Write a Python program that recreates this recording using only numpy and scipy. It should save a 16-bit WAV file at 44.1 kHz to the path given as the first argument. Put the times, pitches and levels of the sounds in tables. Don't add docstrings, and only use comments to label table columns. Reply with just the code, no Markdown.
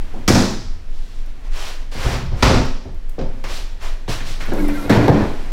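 import sys
import numpy as np
from scipy import signal
from scipy.io import wavfile
from scipy.ndimage import uniform_filter1d, minimum_filter1d

SR = 44100
rng = np.random.default_rng(int(sys.argv[2]) if len(sys.argv) > 2 else 0)


def generate_wav(sig):
    pcm = np.round(np.clip(np.atleast_2d(sig).T, -1, 1) * 32767).astype(np.int16)
    wavfile.write(sys.argv[1], SR, pcm)


N = 243431

# frequency in Hz, strength in dB per Hz (relative).
RUMBLE_COLOUR = [(12, 8.5), (20, 13.5), (30, -19), (42, -9), (60, -20.5), (100, -39)]
# time in seconds, level in dB.
HISS_LEVEL = [(0.2, -40), (0.8, -46.5), (1.4, -45), (2.95, -47.5), (3.4, -43.5), (4.0, -46), (4.5, -38),
              (5.25, -33.5), (5.52, -37)]
# frequency in Hz, strength in dB per Hz (relative).
HISS_COLOUR = [(41, -41), (70, 2), (155, -12.5), (293, -8.5), (336, -13.5), (620, -18), (892, -20.5),
               (1100, -21.5), (1610, -23), (1760, -22), (1980, -22.5), (4800, -31.5), (16000, -49)]
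# frequency in Hz, time to fade by 60 dB in seconds.
ROOM_FADE = [(60, 0.52), (200, 0.55), (600, 0.54), (2000, 0.63), (5000, 0.7), (9000, 0.54), (16000, 0.4)]

# start in seconds, attack in seconds, hold in seconds,
# level in dB, brightness in dB (hiss against the soft body).
SWISHES = [(0.828, 0.17, 0.2, -60.5, 7.5), (1.25, .02, .015, -58, 0), (1.418, 0.038, .015, -48.5, -5),
           (1.487, 0.12, 0.083, -35, -0.5), (1.907, 0.021, .07, -38, -1), (1.937, 0.12, 0.078, -29, -3.5),
           (2.314, 0.16, 0.052, -33, -4.5), (3.437, 0.0056, 0.009, -34, -8), (3.444, 0.08, 0.054, -38, 3),
           (3.786, 0.06, 0.019, -35.5, -3), (4.074, 0.026, 0.032, -30.5, 0), (4.235, .036, 0.043, -40.5, 4),
           (4.394, 0.016, 0.0055, -35.5, -3.5), (4.474, .014, 0.018, -44, -2)]
# frequency in Hz, strength in dB per Hz (relative).
CLOTH_COLOUR = [(150, -46), (250, -1.5), (319, -3.5), (360, 0), (436, -2.5), (547, 0), (597, -2.5),
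                (955, -1.5), (1180, -3.5), (1580, -4), (4490, -7), (12300, -27.5), (16000, -28)]
# start in seconds, relative level in dB, lowest frequency in Hz.
TICKS = [(0.5094, -29, 4000), (1.262, -43, 4000), (2.44, -15, 11000), (2.5554, -38, 11000),
         (2.6544, -32, 9000), (2.946, -43, 1500), (3.095, -30.5, 600), (3.44, -32, 5000),
         (4.4545, -33, 10600), (4.4635, -35, 9500), (4.536, -25, 3500), (4.683, -22, 6500),
         (4.897, -20, 5000)]

# start in seconds, attack in seconds, hold in seconds,
# judder in dB (relative), friction in dB (relative), average slips per second.
DRAGS = [(4.39, 0.022, 0.011, -60, -39, 55), (4.486, .13, 0.034, -22, -29.5, 80),
         (4.71, 0.051, 0.08, -28.5, -29.5, 73), (4.896, 0.033, 0.1, -21, -32, 100),
         (5.072, 0.016, .04, -16.5, -30, 125)]
# frequency in Hz, width in Hz, level in dB (relative).
SQUEAL_LINES = [(1387, 34, 2), (1570, 45, -2), (1950, 79, -6.5), (2130, 61, -3), (2460, 66, -6),
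                (2890, 120, -14), (7300, 400, -36), (12000, 2000, -10)]
# frequency in Hz, strength in dB per Hz (relative).
GRIT_COLOUR = [(500, 5), (1000, 1.5), (2200, -29), (3200, -6), (6000, -16), (9000, -16.5), (13000, -30),
               (16000, -24)]

# start in seconds, strength in dB,
# weight in dB (bass against the knock), hardness in dB (treble against the knock),
# contact in dB (the short dead knock against the ring).
CHAIR_BLOWS = [(4.079, -30.5, 4.5, -11, 14), (4.205, -41, 4.5, 2, 8), (4.285, -49, 11.5, -13, 3),
               (4.406, -47, 4, 11.5, 1), (4.478, -31, -3.5, -15, -14), (4.520, -21.5, -11.5, -18, 7),
               (4.685, -29, -22, -7, 2.5), (4.845, -27.5, -6, -34, -13), (4.8950, -8, -6, -10.5, -7),
               (4.966, -11.5, 2, -15, 0), (5.081, -6, 1, -17.5, 6.5), (5.118, -12, 4, -16.5, -6)]
# start in seconds, strength in dB,
# weight in dB, hardness in dB, contact in dB, as for the chair.
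LEFT_BLOWS = [(0.135, -34.5, -4.5, -27, -16), (0.2785, -12, 1.5, -1.5, 0), (0.303, -10, -2, -32, 12.5),
              (0.353, -11, -3, -9.5, 6)]
RIGHT_BLOWS = [(1.951, -35, 5.5, -5, 4), (2.048, -27.5, 10.5, -7.5, 0), (2.135, -31.5, 6.5, -1, -10),
               (2.215, -42.5, 15.5, -17, -4), (2.315, -34, 11, -10.5, -19), (2.4250, -12, 4, .5, -1),
               (2.495, -15, -7, -12, 1), (2.545, -20.5, 1, -11, 8), (2.853, -36.5, 4, -35, 8.5),
               (3.182, -28, -5, -29, 5.5), (3.189, -31.5, -9, -10, 9), (3.213, -34, 6.5, -10, 10),
               (3.4405, -38.5, -3, 1, 9.5)]
# lowest frequency in Hz, highest frequency in Hz.
REGISTERS = [(35, 150), (150, 900), (900, 7000), (7000, 17000)]
# frequency in Hz, strength in dB per Hz (relative).
CHAIR_COLOUR = [(35, -40), (60, -15.5), (108, -14.5), (180, -16.5), (287, -9.5), (315, -9.5), (437, -9),
                (469, -14.5), (1340, -17), (1620, -12.5), (2970, -24.5), (4320, -26.5), (10300, -48),
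                (12400, -45), (16000, -70)]
LEFT_COLOUR = [(35, -35), (60, -30), (98, -1.5), (156, -21), (180, -7.5), (245, 1.5), (480, -11.5),
               (607, -13.5), (682, -22), (749, -13.5), (1140, -15), (1860, -17.5), (2650, -24),
               (5090, -18.5), (16000, -39)]
RIGHT_COLOUR = [(24, -31), (40, 11.5), (64, 3.5), (176, -3), (262, -5), (337, -6.5), (372, -9), (467, -5.5),
                (529, 5), (585, -10.5), (1340, -20), (1760, -23), (3650, -30), (4800, -28), (16000, -64)]
# frequency in Hz before a small random shift,
# level in dB (relative), time to fade by 60 dB in seconds.
CHAIR_MODES = [(114.4, 0, 0.31), (164.5, -2, 0.18), (209.2, 0.5, 0.27), (236.6, -5, 0.33), (289, 1.5, 0.37),
               (346, -17, 0.25), (370, -31, 0.67), (433, -28, 0.17), (505, -16.5, 0.57),
               (564.5, -5.5, 0.38), (680, -34, .5), (978, -19, 0.56), (1412, -21, 0.97), (1476, -15, 0.96),
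               (1743, -7.5, 0.49), (1790, -33, .6), (11950, -48, .4)]
LEFT_MODES = [(82, -15.5, 1.23), (101.6, -6, 0.6), (189.2, -4, 0.63), (213, -1, 0.49), (249, -2.5, 0.46),
              (338, -3.5, 0.31), (447, -15.5, 0.55), (531, -12, 0.54), (759, -4.5, 0.22), (976, -6.5, 0.26),
              (1234, -14, 0.36), (1284, -24, 1), (1927, -11, 0.26), (2304, -4.5, 0.16), (4678, -32, .35),
              (5577, -28, .5), (5660, -28, .5)]
RIGHT_MODES = [(59.8, 5, 0.45), (83.1, 2, 0.69), (121, 2.5, 0.7), (229.7, 0.5, 0.68), (258, 3.5, 0.61),
               (374.7, 4, 0.46), (529, 2.5, 0.56), (625, -15, 0.71), (723, -4, 0.42), (896, -11.5, 0.74),
               (1287, -13, 0.54), (2137, -9, 0.29), (3240, -6, 0.11), (3892, -12, 0.28), (4830, -9.5, 0.36)]

CUTOFF_HZ = 15850
RUMBLE_DB, GUST_DB = -19.5, 1.5
SWISH_RELEASE_DB_PER_S, SHEEN_RELEASE_DB_PER_S = 107, 134
DRAG_RELEASE_DB_PER_S = 116
SNAP_GROWTH = 0.64


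def from_db(db):
    return 10 ** (np.asarray(db) / 20)


def rms_one(x):
    return x / np.sqrt(np.mean(x ** 2) + 1e-20)


def early_rms_one(x):
    return x / np.sqrt(np.mean(x[:SR // 16] ** 2))


def at_hz(points, hz):
    table_hz, values = np.array(points).T
    return np.interp(np.log(hz), np.log(table_hz), values)


def band(x, low, high, order=2):
    edges = [low, min(high, .47 * SR)]
    return signal.sosfilt(signal.butter(order, edges, "band", fs=SR, output="sos"), x)


def noise(colour, size, t60=None):
    edges = np.geomspace(11, 17500, 28)
    white = rng.standard_normal((2, size + SR // 2))
    t = np.arange(size) / SR
    out = 0
    for k, (low, high) in enumerate(zip(edges, edges[1:])):
        hz = np.sqrt(low * high)
        if colour[0][0] <= hz <= colour[-1][0]:
            part = rms_one(band(white[k % 2], low, high)[-size:])
            part = part * np.sqrt(high - low) * from_db(at_hz(colour, hz))
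            if t60 is not None:
                part = part * np.exp(-np.log(1000) * t / at_hz(t60, hz))
            out = out + part
    return out


def slow_chance(low_hz, high_hz):
    return rms_one(band(rng.standard_normal(N + SR), low_hz, high_hz)[SR:])


def stroke(start_s, attack_s, hold_s, release_db_per_s):
    t = np.arange(N) / SR - start_s
    rise = np.sin(np.pi / 2 * np.clip(t / attack_s, 0, 1)) ** 2
    return rise * from_db(-release_db_per_s * np.clip(t - attack_s - hold_s, 0, 2))


def air():
    gusts = from_db(RUMBLE_DB + GUST_DB * slow_chance(3.0, 5.2))
    rumble = gusts * rms_one(noise(RUMBLE_COLOUR, N))
    times, levels_db = np.transpose(HISS_LEVEL)
    hiss_gain = from_db(np.interp(np.arange(N) / SR, times, levels_db))
    return rumble + hiss_gain * rms_one(noise(HISS_COLOUR, N))


def sleeves(split_hz=2700, sheen_hz=7000, sheen_db=-9.0, grain_db=0.6):
    rub = noise(CLOTH_COLOUR, N)
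    grain = from_db(grain_db * rms_one(uniform_filter1d(rng.standard_normal(N), size=90)))
    body = rms_one(band(rub, 314, split_hz, order=3))
    hiss = rms_one(band(rub, split_hz, sheen_hz, order=3) * grain)
    sheen = rms_one(band(noise(CLOTH_COLOUR, N), sheen_hz, CUTOFF_HZ, order=3) * grain)
    sheen = from_db(sheen_db) * sheen
    power = 0
    for s, attack_s, hold_s, db, brightness_db in SWISHES:
        slow = from_db(db) * stroke(s, attack_s, hold_s, SWISH_RELEASE_DB_PER_S)
        fast = from_db(db) * stroke(s, attack_s, hold_s, SHEEN_RELEASE_DB_PER_S)
        bright = from_db(brightness_db)
        power = power + np.array([slow, slow * bright, fast * bright]) ** 2
    return np.sum(np.sqrt(power) * [body, hiss, sheen], axis=0)


def ticks(high_hz=15500, decay_s=0.0012, tail_db=-17, tail_s=0.049, level_db=-8):
    t = np.arange(SR // 4) / SR
    fade = np.exp(-t / decay_s) + from_db(tail_db) * np.exp(-t / tail_s)
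    out = np.zeros(N + SR)
    for s, db, low_hz in TICKS:
        burst = rms_one(band(rng.standard_normal(len(t)), low_hz, high_hz))
        at = round(s * SR)
        out[at:at + len(t)] += from_db(db + level_db) * burst * fade
    return out[:N]


def ringing(modes, t, detune=0.00767):
    out = 0
    for hz, db, t60 in modes:
        pair_hz = hz * (1 + detune * rng.standard_normal((2, 1)))
        phase = 2 * np.pi * (rng.random() + np.array([[0], [1 / 4]]))
        fade = from_db(db) * np.exp(-np.log(1000) * t / t60)
        out = out + fade * np.sin(2 * np.pi * pair_hz * t + phase).sum(0)
    return out


def struck(colour, modes, contact_db, ring_db, contact_s, crack_db, crack_s, rattle_db=1.5, rattle_s=0.16):
    t = np.arange(SR * 9 // 10) / SR
    dead = noise(colour, len(t))
    crack = from_db(crack_db) * rms_one(np.gradient(dead)) * np.exp(-t / crack_s)
    contact = from_db(contact_db) * (rms_one(dead) * np.exp(-t / contact_s) + crack)
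    rattle = rms_one(band(rng.standard_normal(len(t)), 25, 220))
    chatter = from_db(rattle_db * rattle * np.exp(-t / rattle_s))
    room = early_rms_one(noise(colour, len(t), ROOM_FADE) * chatter)
    ring = from_db(ring_db) * early_rms_one(ringing(modes, t))
    swell = 1 - np.exp(-t / 0.0037)
    return contact + swell * early_rms_one(room + ring)


def blows(table, colour, modes, snap_db, **build):
    out = np.zeros(N + 2 * SR)
    for s, db, weight_db, hardness_db, contact_db in table:
        answer = struck(colour, modes, contact_db, **build)
        at = round(s * SR)
        top_db = hardness_db + snap_db + SNAP_GROWTH * (db + hardness_db)
        for (low, high), register_db in zip(REGISTERS, (weight_db, 0, hardness_db, top_db)):
            part = early_rms_one(band(answer, low, high, order=3))
            out[at:at + len(answer)] += from_db(db + register_db) * part
    return out[:N]


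def squeal(flare_db=2, glide=.022):
    warped_s = np.cumsum(1 + glide * slow_chance(2.01, 7.35)) / SR
    out = 0
    for hz, width, db in SQUEAL_LINES:
        line = slow_chance(0.81, width / 2) * np.sin(2 * np.pi * hz * warped_s)
        flare = flare_db * np.tanh(slow_chance(3.6, 14))
        out = out + from_db(db + flare) * rms_one(line)
    return out


def chair(squeal_db=-12, grit_db=-8.5):
    slips, rubbing = 0, 0
    for s, attack_s, hold_s, judder_db, friction_db, per_s in DRAGS:
        push = stroke(s, attack_s, hold_s, DRAG_RELEASE_DB_PER_S)
        pace = per_s * rng.exponential(1, N // 256 + 1).repeat(256)[:N]
        clicks = np.diff(np.floor(np.cumsum(pace) / SR), prepend=0)
        slips = slips + clicks * push * from_db(judder_db) * np.sqrt(SR / per_s)
        rubbing = np.hypot(rubbing, push * from_db(friction_db))
    frame = struck(CHAIR_COLOUR, CHAIR_MODES, contact_db=-1, ring_db=16,
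                   contact_s=0.028, crack_db=-12, crack_s=.003)
    frame = band(frame, 174, 434)
    uneven_slips = slips * from_db(rng.normal(0, 0.38, N))
    drag = signal.fftconvolve(uneven_slips, frame / np.sqrt(np.sum(frame ** 2)))[:N]
    grit = rms_one(noise(GRIT_COLOUR, N))
    friction = from_db(squeal_db) * squeal() + from_db(grit_db) * grit
    bumps = blows(CHAIR_BLOWS, CHAIR_COLOUR, CHAIR_MODES, snap_db=-6.5, ring_db=-1,
                  contact_s=0.014, crack_db=-32, crack_s=.005)
    return drag + rubbing * friction + bumps


def doors():
    left = blows(LEFT_BLOWS, LEFT_COLOUR, LEFT_MODES, snap_db=-1.5, ring_db=-3.0,
                 contact_s=0.0095, crack_db=-15, crack_s=0.0029)
    right = blows(RIGHT_BLOWS, RIGHT_COLOUR, RIGHT_MODES, snap_db=-9.5, ring_db=-4.0,
                  contact_s=0.012, crack_db=-29, crack_s=0.0023)
    return left + right


def scene():
    return (air() + sleeves() + ticks() + chair() + doors())[None]


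def record(dry, ceiling_db=-0.63, release_db_per_s=70):
    over = np.maximum(20 * np.log10(np.abs(dry[0]) + 1e-9) - ceiling_db, 0)
    fall = release_db_per_s * np.arange(N) / SR
    duck = fall - np.maximum.accumulate(over + fall)
    duck = uniform_filter1d(minimum_filter1d(duck, size=65), size=65)
    top_cut = signal.ellip(10, .1, 90, CUTOFF_HZ, fs=SR, output="sos")
    return signal.sosfilt(top_cut, dry * from_db(duck))


dry = scene()
out = record(dry)
generate_wav(out)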